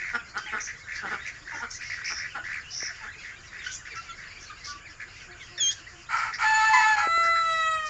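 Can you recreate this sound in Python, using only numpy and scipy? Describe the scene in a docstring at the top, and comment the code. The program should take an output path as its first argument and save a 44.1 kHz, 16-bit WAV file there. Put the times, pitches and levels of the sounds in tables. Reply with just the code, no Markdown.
"""Ducklings and a rooster in a walled yard

A flock of ducklings feeds around the microphone: twitter from many small arched whistles, fluttered trills,
thin rasps of filtered air, gliding peeps and one shrill squeal; leaves rustle, a few dull knocks are heard.
A grown duck quacks in the first three seconds, pulses ringing its throat; a hen murmurs far off later on.
Near the end a rooster crows close by: hoarse and rasping, a crack, then a clean harmonic note that sinks.
One microphone in the open air, the same in both ears."""
import sys
import numpy as np
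from scipy import signal
from scipy.fft import rfft, irfft
from scipy.io import wavfile
from scipy.ndimage import uniform_filter1d, map_coordinates

SR = 44100
rng = np.random.default_rng(int(sys.argv[2]) if len(sys.argv) > 2 else 0)


def store_wav(level_fs):
    """Save 16-bit WAV to argv[1]."""
    pcm = np.round(np.clip(np.atleast_2d(level_fs), -1, 1) * 32767)
    wavfile.write(sys.argv[1], SR, pcm.T.astype(np.int16))


N = 347949

# how busy the flock is: (time [s], level [dB] before the twitter's own trim)
FLOCK_ACTIVITY = [(0.0, -41.5), (0.15, -52), (0.96, -49.5), (1.09, -38), (1.35, -51.5), (1.89, -46),
                  (2.04, -42.5), (2.7, -53.5), (3.15, -42.5), (3.27, -50), (5.71, -49.5), (6.05, -56)]
# spectrum of the rooster's rasp and breath: (frequency [Hz], relative level [dB])
ROOSTER_RASP = [(260, -51.5), (450, -35.5), (759, -19), (921, -4.5), (1170, -13.5), (1340, 5.5), (1570, -9),
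                (2320, -6), (2520, -20), (3180, -25.5), (3460, -42), (4580, -24.5), (6830, -34),
                (7620, -28), (8200, -70), (10700, -64), (18000, -120)]
CRACK_START_S, CRACK_LENGTH_S = 6.73, 0.13


def from_db(db):
    """Decibels to gain."""
    return 10 ** (np.asarray(db) / 20)


def rms_one(x):
    """Scale to rms 1."""
    return x / np.sqrt(np.mean(x ** 2) + 1e-20)


def since(start):
    """Seconds since a moment, at every sample."""
    return np.arange(N) / SR - start


def in_time(rows):
    """Each column of a curve at every sample."""
    s, *columns = np.transpose(rows)
    return [np.interp(since(0), s, column) for column in columns]


def at_hz(points, hz):
    """Read a spectrum in dB, along a logarithmic frequency axis."""
    table_hz, table_db = np.transpose(points)
    return np.interp(np.log(hz), np.log(table_hz), table_db)


def wander(rate, size):
    """Smooth random curve, spread about 1, through so many random knots a second."""
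    knots = rng.standard_normal(int(size * rate / SR) + 4)
    steps = np.arange(0, len(knots), 1 / 8)
    curve = map_coordinates(knots, [steps], order=2, mode="nearest")
    return np.interp(np.arange(size) * (rate / SR) + 1, steps, curve)


def phase_of(hz):
    """Running phase of a gliding tone."""
    return 2 * np.pi * np.cumsum(hz) / SR


def lowpass(x, order, hz):
    """Butterworth low-pass."""
    return signal.sosfilt(signal.butter(order, hz, fs=SR, output="sos"), x)


def coloured(x, spectrum):
    """Give a sound a spectrum; rms 1."""
    hz = np.fft.rfftfreq(N, 1 / SR) + 1e-3
    gain = from_db(at_hz(spectrum, hz))
    return rms_one(irfft(rfft(x) * gain, N))


def resonate(x, modes):
    """Parallel two-pole resonances with alternating signs."""
    out = 0
    for k, (hz, width, db) in enumerate(modes):
        r = np.exp(-np.pi * width / SR)   # pole radius: the narrower, the longer it rings
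        poles = [1, -2 * r * np.cos(2 * np.pi * hz / SR), r * r]
        ringing = signal.lfilter([1, 0, -1], poles, x + 1e-18)
        out = out + (-1) ** k * from_db(db) * (1 - r * r) / 2 * ringing
    return out


def swell(size, edges):
    """A call opens and closes smoothly; edges is the share of it spent doing so."""
    return signal.windows.tukey(size, float(np.clip(edges, 0, 1)))


def envelope(age, length, attack, release):
    """Attack, hold and release, from 0 to 1; all times in seconds."""
    return np.clip(age / attack, 0, 1) * np.clip((length - age) / release, 0, 1)


def add(out, start, sound):
    """Mix a sound in at a time, cutting what lies outside the scene."""
    at = int(start * SR)
    sound = sound[max(-at, 0):max(N - at, 0)]
    out[max(at, 0):max(at, 0) + len(sound)] += sound


def peep(length, first_hz, middle_hz, last_hz, overtone_db, waver=0.0012):
    """A whistle with two overtones, arching through three pitches; waver is a share of pitch."""
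    size = int(length * SR)
    parabola = np.polyfit([0, .5, 1], [first_hz, middle_hz, last_hz], 2)
    hz = np.polyval(parabola, np.linspace(0, 1, size))
    phase = phase_of(hz * (1 + waver * wander(400, size)))
    tone = sum(from_db(k * overtone_db) * np.sin((k + 1) * phase) for k in range(3))
    return rms_one(tone) * swell(size, 0.59)


def open_air(level_db=-51.5):
    """Rumble and hiss of the open air: steady noise given a spectrum."""
    # (frequency [Hz], relative level [dB])
    air_spectrum = [(12, -31.5), (20, 4.5), (108, 4.5), (230, -9), (569, -12.5), (696, -9.5), (809, -14.5),
                    (1270, -4.5), (1440, -3.5), (1950, -8.5), (3480, -33.5), (5080, -16.5), (5760, -27.5),
                    (7050, -8), (8200, -39), (10700, -65.5), (18000, -120)]
    return from_db(level_db) * coloured(rng.standard_normal(N), air_spectrum)


def twitter(count, pitch_hz, spread, overtone_db, uneven_db, waver):
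    """Many small arched peeps from all over the flock, some nearer and some farther by level; rms 1."""
    out = np.zeros(N)
    for k, (when, span, rise, fall, nearness, voice) in enumerate(rng.random((count, 6))):
        top_hz = pitch_hz * np.exp(spread * (2 * voice - 1))
        first_hz, last_hz = top_hz * (1 - 0.2597 * rise), top_hz * (1 - .36 * fall)
        call = peep(.02 + .036 * span, first_hz, top_hz, last_hz, overtone_db, waver)
        start = (k + 2 * when - 1) / count * N / SR   # evenly spread, each shifted by chance
        add(out, start, from_db(2 * uneven_db * nearness ** 2) * call)
    return rms_one(out)


def chatter(twitter_db=-2, thin_db=-59.5, murmur_db=-69, top_hz=6500):
    """The flock's twitter follows how busy it is; thin high peeps and low murmurs go on throughout."""
    middle = twitter(count=720, pitch_hz=1993, spread=.27, overtone_db=-16, uneven_db=8.0, waver=0.025)
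    thin = twitter(count=200, pitch_hz=3714, spread=.45, overtone_db=-19, uneven_db=3.5, waver=.04)
    low = twitter(count=150, pitch_hz=483, spread=0.49, overtone_db=-9.5, uneven_db=7, waver=0.021)
    busy_db = in_time(FLOCK_ACTIVITY)[0]
    voices = from_db(busy_db + twitter_db) * middle
    voices += from_db(thin_db) * thin + from_db(murmur_db) * low
    return lowpass(voices, 6, top_hz)


def trills(beat_hz=80, sweep=0.125, jitter=0.0862, throb=0.51, second_db=-23, third_db=-21):
    """The nearer trills: a whistle chopped and swept by a fast, uneven flutter of the syrinx."""
    # (start [s], length [s], pitch [Hz], level [dB])
    trill_calls = [(-.02, 0.15, 2017, -35), (.453, 0.098, 2070, -39.5), (.56, 0.063, 1967, -37.5),
                   (.666, 0.053, 1930, -37), (.864, .15, 1885, -37), (1.091, 0.13, 1993, -44.5),
                   (1.246, 0.065, 2045, -36.5), (1.455, 0.17, 1838, -39), (1.806, 0.048, 2053, -38),
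                   (1.896, 0.053, 1977, -34), (1.962, 0.072, 1780, -40), (2.028, 0.11, 2088, -37),
                   (2.161, .12, 1947, -36.5), (2.434, 0.087, 1828, -37), (2.49, 0.12, 1950, -35.5),
                   (2.793, .13, 1885, -38), (2.967, 0.13, 1857, -46.5), (3.227, 0.1, 1952, -42),
                   (3.51, .2, 1935, -43), (3.849, 0.041, 1885, -41.5), (3.925, 0.074, 1907, -45),
                   (4.168, 0.13, 1823, -46), (4.994, 0.051, 1945, -38.5), (6.321, 0.042, 1928, -34.5),
                   (7.228, 0.062, 1770, -36.5), (7.35, .051, 1820, -37)]
    out = np.zeros(N)
    for start, length, hz, db in trill_calls:
        size = int(length * SR)
        beat = phase_of(beat_hz * np.exp(0.38 * wander(130, size))) + rng.uniform(0, 2 * np.pi)
        arch = 1 + 0.1008 * (np.hanning(size) - .6)
        unsteady = 1 + sweep * np.sin(beat) + jitter * wander(1100, size)
        phase = phase_of(hz * arch * unsteady)
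        tone = np.sin(phase) + from_db(second_db) * np.sin(2 * phase) + from_db(third_db) * np.sin(3 * phase)
        flutter = (1 + throb * np.cos(beat)) * from_db(1.8 * wander(712, size))
        add(out, start, from_db(db) * rms_one(tone * flutter) * swell(size, 0.27))
    return out


def rustle(level_db=-56, follows=0.2, shared_db=7, patchy_db=7.0, patch_hz=20, count=10):
    """Feet and bills in the chopped leaves: short scuffs, each in its own part of the spectrum."""
    # spectrum of the leaves: (frequency [Hz], relative level [dB])
    leaf_spectrum = [(1100, -7), (2000, -1.5), (2900, 18.5), (3700, -15), (5100, 14), (6000, 5.5),
                     (7000, -20), (7800, -20.5)]
    out = 0
    together = wander(patch_hz, N)
    edges = np.geomspace(1100, 8000, count + 1)
    for low, high in zip(edges, edges[1:]):
        bandpass = signal.butter(2, [low, high], "band", fs=SR, output="sos")
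        band = signal.sosfilt(bandpass, rng.standard_normal(N))
        scuff_db = np.minimum(shared_db * together + patchy_db * wander(patch_hz, N), 6)
        out = out + band * from_db(at_hz(leaf_spectrum, np.sqrt(low * high)) + scuff_db)
    busy_db = in_time(FLOCK_ACTIVITY)[0]
    # follows: share of the flock's swing in level
    return from_db(level_db + follows * (busy_db - busy_db.mean())) * rms_one(out)


def quacks(jitter=.03, breath=0.071, uneven_db=2.0):
    """Uneven pulses and puffs of air ring the duck's throat and body; each quack swells and fades."""
    # (start [s], length [s], pitch [Hz], fall [share of pitch], level [dB], body against throat [dB])
    quack_calls = [(0.127, 0.056, 233.8, 0.12, -25.5, -18), (0.335, 0.074, 203.6, -0.22, -30, -19.5),
                   (0.508, 0.0885, 214.3, .08, -29, -15.5), (1.01, 0.099, 194.9, 0.29, -32.5, -11),
                   (1.089, 0.09, 209.3, 0.26, -31, -11.5), (1.524, 0.076, 290.2, 0.11, -39.5, -7.5),
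                   (1.605, .064, 235, 0.1, -31, -18), (2.089, 0.061, 217.5, 0.12, -36.5, -18),
                   (2.337, 0.06, 250.2, 0.41, -31.5, -22), (3.015, 0.076, 216.6, .1, -40.5, -18)]
    # resonances of the throat, then of the body: (centre [Hz], width [Hz], relative level [dB])
    throat_modes = [(800, 107, -8), (1412, 132, 6.5), (1950, 510, -9), (2960, 350, -17.5),
                    (5300, 130, -22.5)]
    body_modes = [(202, 81, 4), (426, 125, 5), (785, 100, 2)]
    out = np.zeros(N)
    for start, length, hz, fall, db, body_db in quack_calls:
        size = int(length * SR)
        phase = phase_of(hz * (1 + fall * np.linspace(.5, -.5, size) + jitter * wander(208, size)))
        pulses = np.diff(phase // (2 * np.pi), prepend=0) * from_db(uneven_db * wander(212, size))
        puffs = breath * rng.standard_normal(size) * (1 + np.cos(phase)) / 2
        source = pulses + puffs
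        call = resonate(source, throat_modes) + from_db(body_db) * resonate(source, body_modes)
        add(out, start, from_db(db) * rms_one(call) * np.hanning(size))
    return out


def rasps(flutter_db=2.5, flutter_hz=260, top_hz=7100, edges=0.48, arch=.07):
    """Fluttering air through one narrow, high resonance that rises and falls with each call."""
    # (start [s], length [s], centre [Hz], width [Hz], level [dB])
    rasp_calls = [(0.141, 0.026, 5330, 400, -46.5), (0.369, 0.034, 5330, 1990, -43.5),
                  (0.593, 0.092, 6140, 990, -37), (0.932, 0.064, 5100, 2040, -45),
                  (1.252, 0.052, 5750, 1500, -48), (1.522, .1, 5800, 1190, -49.5),
                  (1.69, 0.097, 6090, 1560, -40.5), (1.788, 0.2, 5160, 1300, -47.5),
                  (2.037, 0.082, 5370, 1100, -37), (2.054, .18, 5440, 620, -38),
                  (2.699, 0.057, 5320, 900, -40), (2.709, 0.2, 5560, 650, -36.5),
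                  (3.622, .14, 3120, 700, -49.5), (3.624, 0.12, 5600, 1780, -47.5),
                  (3.706, 0.069, 6400, 1430, -37.5), (3.946, 0.044, 5540, 1290, -46.5),
                  (4.389, 0.078, 5700, 1300, -50), (4.631, 0.1, 5280, 1780, -40),
                  (5.707, 0.03, 5800, 2980, -38), (6.16, 0.036, 5250, 900, -44),
                  (6.33, 0.042, 5140, 1000, -39), (7.22, 0.056, 5260, 1000, -45.5),
                  (7.5, .14, 5100, 1100, -51.5), (7.851, 0.046, 5460, 2000, -44.5)]
    out = np.zeros(N)
    for start, length, hz, width, db in rasp_calls:
        size = int(length * SR)
        air = rng.standard_normal((2, size)) * from_db(flutter_db * wander(flutter_hz, size))
        slow = lowpass(air, 2, width / 2)
        phase = phase_of(hz * (1 + arch * (1 / 4 - np.linspace(-1, 1, size) ** 2)))
        # two slow noises on a cosine and a sine make a band of noise about the gliding centre
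        band = slow[0] * np.cos(phase) + slow[1] * np.sin(phase)
        add(out, start, from_db(db) * rms_one(band) * swell(size, edges))
    return lowpass(out, 8, top_hz)


def peeps(end_drop=0.076, full_drop_hz=3040):
    """The nearer single peeps: each glides and arches, the lower ones more flatly."""
    # (start [s], length [s], pitch [Hz], rise [share of pitch], level [dB], step between overtones [dB])
    peep_calls = [(0.377, 0.012, 1590, .02, -38, 2), (.395, .08, 1555, 0, -44.5, -6),
                  (.454, 0.054, 3070, -0.33, -45, -28), (0.456, 0.052, 848, -0.09, -49.5, -8),
                  (1.521, 0.036, 920, -0.052, -40.5, -7), (1.599, 0.034, 933, .13, -41, -17),
                  (2.293, .064, 2860, -0.36, -50, -26), (2.359, 0.035, 928, -1, -41.5, -23),
                  (2.374, .049, 1470, -0.043, -42, -24), (2.639, 0.075, 2890, 0.18, -47.5, -30),
                  (3.005, 0.043, 884, -0.12, -46, -3), (3.182, 0.053, 3370, -.06, -54.5, -5),
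                  (3.58, .07, 3580, -0.25, -53, -11), (3.663, .014, 1513, 0.059, -29.5, -6),
                  (3.685, 0.042, 1530, -0.026, -48, -17), (3.758, 0.03, 2440, 0.011, -46, 2),
                  (3.898, 0.049, 2320, -.18, -43, -9.5), (3.955, 0.059, 1350, .02, -35, -11.5),
                  (4.043, 0.06, 2305, -0.098, -54, -20), (4.081, 0.051, 1362, -.03, -39.5, -15),
                  (4.087, 0.038, 3410, -0.17, -46, -3), (4.272, 0.033, 4950, -0.19, -53, -20),
                  (4.299, 0.045, 2310, 0.12, -48, -8), (4.46, .027, 4350, -.14, -49, -25),
                  (4.494, 0.028, 1230, -0.13, -42, -6.5), (4.659, 0.11, 1157, -.015, -38, -28),
                  (4.672, 0.062, 1460, 0, -45.5, -16), (4.851, 0.035, 2230, -0.39, -45, -12),
                  (5.398, 0.046, 2120, -0.26, -45, -17), (5.414, 0.05, 3180, 0.2, -52.5, -3),
                  (5.863, 0.027, 1980, 0.2, -43, -27)]
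    out = np.zeros(N)
    for start, length, hz, rise, db, overtone_db in peep_calls:
        ends = 1 - end_drop * min(hz / full_drop_hz, 1) ** 2   # both ends hang below the middle
        call = peep(length, hz * (ends - rise / 2), hz, hz * (ends + rise / 2), overtone_db)
        add(out, start, from_db(db) * call)
    return out


def knocks():
    """Soft, short, dull bumps, the last ones in a quickening run: an impulse rings two low resonances."""
    # (time [s], peak level [dB])
    knock_times = [(2.829, -32.5), (7.072, -22.5), (7.176, -30.5), (7.204, -39), (7.229, -40), (7.252, -38),
                   (7.273, -41), (7.291, -39)]
    # (centre [Hz], width [Hz], relative level [dB])
    knock_modes = [(338, 210, 16.5), (650, 340, 16.5)]
    out = np.zeros(N)
    bump = lowpass(resonate(signal.unit_impulse(2000), knock_modes), 2, 1000)
    for start, db in knock_times:
        add(out, start, from_db(db) * bump / np.abs(bump).max())
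    return out


def far_hen(overtone_db=-2, bend=0.041):
    """Soft, low notes from across the yard, each starting a little high."""
    # (start [s], length [s], pitch [Hz], level [dB])
    hen_notes = [(4.373, 0.062, 367, -63), (5.254, 0.13, 356, -60), (5.492, 0.11, 354, -59),
                 (5.899, 0.14, 353, -60.5)]
    out = np.zeros(N)
    for start, length, hz, db in hen_notes:
        add(out, start, from_db(db) * peep(length, hz * (1 + bend), hz, hz, overtone_db))
    return out


def squeal(start_s=5.577, length_s=.172, level_db=-26, low_hz=3187, bend_hz=552,
           delay_s=0.018, push_s=0.13, attack_s=0.014, release_s=0.029, waver=.0023, collapse=0.059,
           sideband_db=-23, weak_db=-13, half_db=-14, held_half_db=-28):
    """A jostled duckling: at full effort a shrill tone and its octave; weak ends break into subharmonics."""
    age = since(start_s)
    effort = envelope(age - delay_s, push_s, attack_s, release_s)
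    # the pitch dips to low_hz in the middle and is bend_hz higher at the ends
    hz = low_hz + bend_hz * np.clip(2 * age / length_s - 1, -1, 1) ** 2
    spent = (1 - effort) * (age > length_s / 2)   # the pitch turns ragged as the push ends
    phase = phase_of(hz * (1 + (waver + collapse * spent) * wander(590, N)))
    halves = sum(np.sin(k * phase / 2 + 0.67 * wander(300, N)) for k in (1, 3))
    quarters = sum(np.sin(k * phase / 4 + wander(400, N)) for k in (3, 5, 7))
    tone = from_db(weak_db * (1 - effort)) * (np.sin(phase) + from_db(sideband_db) * quarters)
    octave = effort ** 2 * np.sin(2 * phase)
    broken = (from_db(half_db) * (1 - effort) + from_db(held_half_db)) * halves
    loudness = np.sqrt(2) * from_db(level_db) * envelope(age, length_s, 0.0025, 0.045)
    return loudness * (tone + octave + broken)


def crack_strength(attack_s=0.0082, release_s=0.14):
    """The crack comes quickly and dies away; within 0-1."""
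    return envelope(since(CRACK_START_S), CRACK_LENGTH_S, attack_s, release_s)


def crow_hoarse(sag=.03, jitter=.0035, drift=.004, shimmer_db=3.0, half_blur=0.12, catch_s=0.014,
                rasp_caught=0.026, surge_hz=4.35, surge_peak_s=6.635, surge_db=11,
                crack_hiss_db=7, fullness=0.65):
    """Strained syllables: each opens in rasp, may catch on a period-doubled tone, and sags at its end."""
    # the third syllable opens the last note: (start [s], length [s], attack [s], release [s],
    # rasp at first [share 0-1], time until the tone catches [s], pitch [Hz], level [dB],
    # half-pitch lines before their surges [dB], hiss before the crack's boost [dB])
    syllables = np.array([(6.088, 0.24, 0.042, .11, 0.9, .25, 897, -26.5, 10.5, -30),
                          (6.382, .595, 0.09, 0.044, 0.96, 0.0664, 874.4, -20, -8, -21.5),
                          (6.957, 0.13, 0.029, .11, 0.49, .14, 837, -21.5, -12, -25)])
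    # (multiple of pitch [ratio], relative level [dB])
    hoarse_lines = [(0.5, -42), (1, 1), (1.5, -4.5), (2, 1.5), (2.5, -12.5), (3, -10.5), (3.5, -30.5),
                    (4, -23.5), (4.5, -24.5), (5, -17.5), (5.5, -26), (6, -36.5), (6.5, -37), (7, -39.5),
                    (7.5, -26.5), (8, -20.5), (8.5, -32), (9, -40.5)]
    # hiss of the strained voice: (frequency [Hz], relative level [dB])
    strain_spectrum = [(1500, -27.5), (3000, 6), (3500, -4), (4500, 7), (5300, -4.5), (6100, -9),
                       (6950, 8.5), (7500, -24.5), (8200, -18.5)]

    t = since(0)
    current = syllables[np.searchsorted(syllables[1:, 0], t)]   # the syllable in force at every sample
    start, length, attack, release, rasp, catches, pitch_hz, db, half_db, hiss_db = current.T
    age = t - start
    uncaught = (1 - np.tanh((age - catches) / catch_s)) / 2
    rasp_share = np.clip(rasp_caught + (rasp - rasp_caught) * uncaught, 0, 1)
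    # the half-pitch lines come in surges
    half_db = half_db + surge_db * np.cos(2 * np.pi * surge_hz * since(surge_peak_s))

    hz = pitch_hz * (1 - sag * np.clip(age / length, 0, 1) ** 7 + drift * wander(35, N))
    phase = phase_of(hz * (1 + jitter * (1 + 7 * rasp_share) * wander(500, N)))
    tone = np.zeros(N)
    for multiple, line_db in hoarse_lines:
        half_steps = round(2 * multiple)
        halfway = half_steps % 2   # lines between the harmonics come and go, and are blurred
        blur = halfway * half_blur * wander(200, N) + rng.uniform(0, 2 * np.pi)
        gain = from_db(line_db + halfway * half_db + shimmer_db * wander(45, N))
        tone += gain * np.sin(half_steps / 2 * phase + blur)
    tone /= np.sqrt(uniform_filter1d(tone ** 2, size=1500))   # even loudness

    puffs = rng.standard_normal(N) * (1 + np.cos(phase / 2))   # one puff every second period
    hiss = from_db(hiss_db + crack_hiss_db * crack_strength()) * coloured(puffs, strain_spectrum)
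    rasping = np.sqrt(rasp_share) * coloured(puffs, ROOSTER_RASP)
    voice = np.sqrt(1 - rasp_share) * tone + rasping + hiss
    loudness = from_db(db) * envelope(age, length, attack, release) ** fullness
    return uniform_filter1d(loudness, size=300) * voice


def crow_crack(level_db=-16.5, pitch_hz=958, leap_hz=144, settle_s=0.024, jitter=.03,
               octave_db=-3, upper_db=-26, shimmer_db=2.0):
    """The other side of the syrinx breaks loose: a second, shaky tone leaps above its pitch and settles."""
    age = np.maximum(since(CRACK_START_S), 0)
    hz = pitch_hz + leap_hz * np.exp(-age / settle_s)
    phase = phase_of(hz * (1 + jitter * wander(450, N)))
    upper = sum(np.sin(k * phase) for k in range(3, 8))
    tone = np.sin(phase) + from_db(octave_db) * np.sin(2 * phase) + from_db(upper_db) * upper
    shimmer = shimmer_db * np.tanh(wander(250, N))
    return from_db(level_db + shimmer) * crack_strength() * rms_one(tone)


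def crow_last_note(start_s=7.015, attack_s=0.023, jitter=.002, shimmer_db=2.0, flutter_db=5, flutter_hz=60,
                   shake_db=2.5, shake_hz=28, breath_db=-27):
    """A clean note through the throat's resonances; its upper harmonics flutter more and more as it sinks,
    as echo beats with the gliding tone: random swings in level stand for that beating."""
    # (time [s], pitch [Hz], level [dB])
    note_curve = [(7.04, 661, -26.5), (7.082, 665, -25), (7.184, 671, -21.5), (7.354, 668.5, -22),
                  (7.434, 662.3, -24.5), (7.496, 654.8, -21.5), (7.564, 650.8, -26.5), (7.734, 639.6, -25),
                  (7.885, 613.7, -32.5)]
    # response of the throat: (frequency [Hz], relative level [dB])
    throat_response = [(610, -14.5), (670, -12), (1250, -0.5), (1340, 5.5), (1880, -4.5), (2010, 0.5),
                       (2500, -13.5), (2690, -18), (3150, -14.5), (3350, -30), (4020, -9.5), (4700, -39.5),
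                       (6000, -33.5), (7300, -22), (8000, -35.5)]
    hz, db = in_time(note_curve)
    age = since(start_s)
    sinking = np.clip(age / age[-1], 0, 1)   # grows from 0 to 1 over the note
    phase = phase_of(hz * (1 + jitter * wander(250, N)))
    tone = np.zeros(N)
    for k in range(1, 14):
        unsteady_db = shimmer_db * wander(13, N)
        unsteady_db += (k > 2) * flutter_db * sinking * wander(flutter_hz, N)   # only the upper harmonics
        gain = from_db(at_hz(throat_response, k * hz) + unsteady_db)
        tone += gain * np.sin(k * phase + rng.uniform(0, 2 * np.pi))
    tone /= np.sqrt(uniform_filter1d(tone ** 2, size=1500))   # even loudness
    breath = from_db(breath_db) * coloured(rng.standard_normal(N), ROOSTER_RASP)
    shaken_db = db + shake_db * sinking * wander(shake_hz, N)
    return from_db(shaken_db) * np.clip(age / attack_s, 0, 1) * (tone + breath)


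def yard(x, echo_db, t60_s=0.23, first_echo_s=0.0038):
    """Scattered echoes from the walls and the coop: decaying noise convolved with the sound."""
    t = np.arange(SR // 2) / SR
    echoes = rng.standard_normal(len(t)) * from_db(-60 * t / t60_s) * (t > first_echo_s)
    echoes /= np.linalg.norm(echoes)
    return x + from_db(echo_db) * signal.fftconvolve(x, echoes)[:N]


def scene():
    """Flock and rooster in the yard under open air; the close voices have less echo, the knocks none."""
    flock = chatter() + trills() + rustle() + quacks() + rasps() + peeps() + far_hen()
    close = squeal() + crow_hoarse() + crow_crack() + crow_last_note()
    mono = open_air() + yard(flock, echo_db=-5.0) + knocks() + yard(close, echo_db=-16)
    return np.array([mono, mono])


def record(dry):
    """The recorder cuts the top steeply, above 8200 Hz."""
    return signal.sosfilt(signal.ellip(10, .3, 80, 8200, fs=SR, output="sos"), dry)


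dry = scene()
out = record(dry)
store_wav(out)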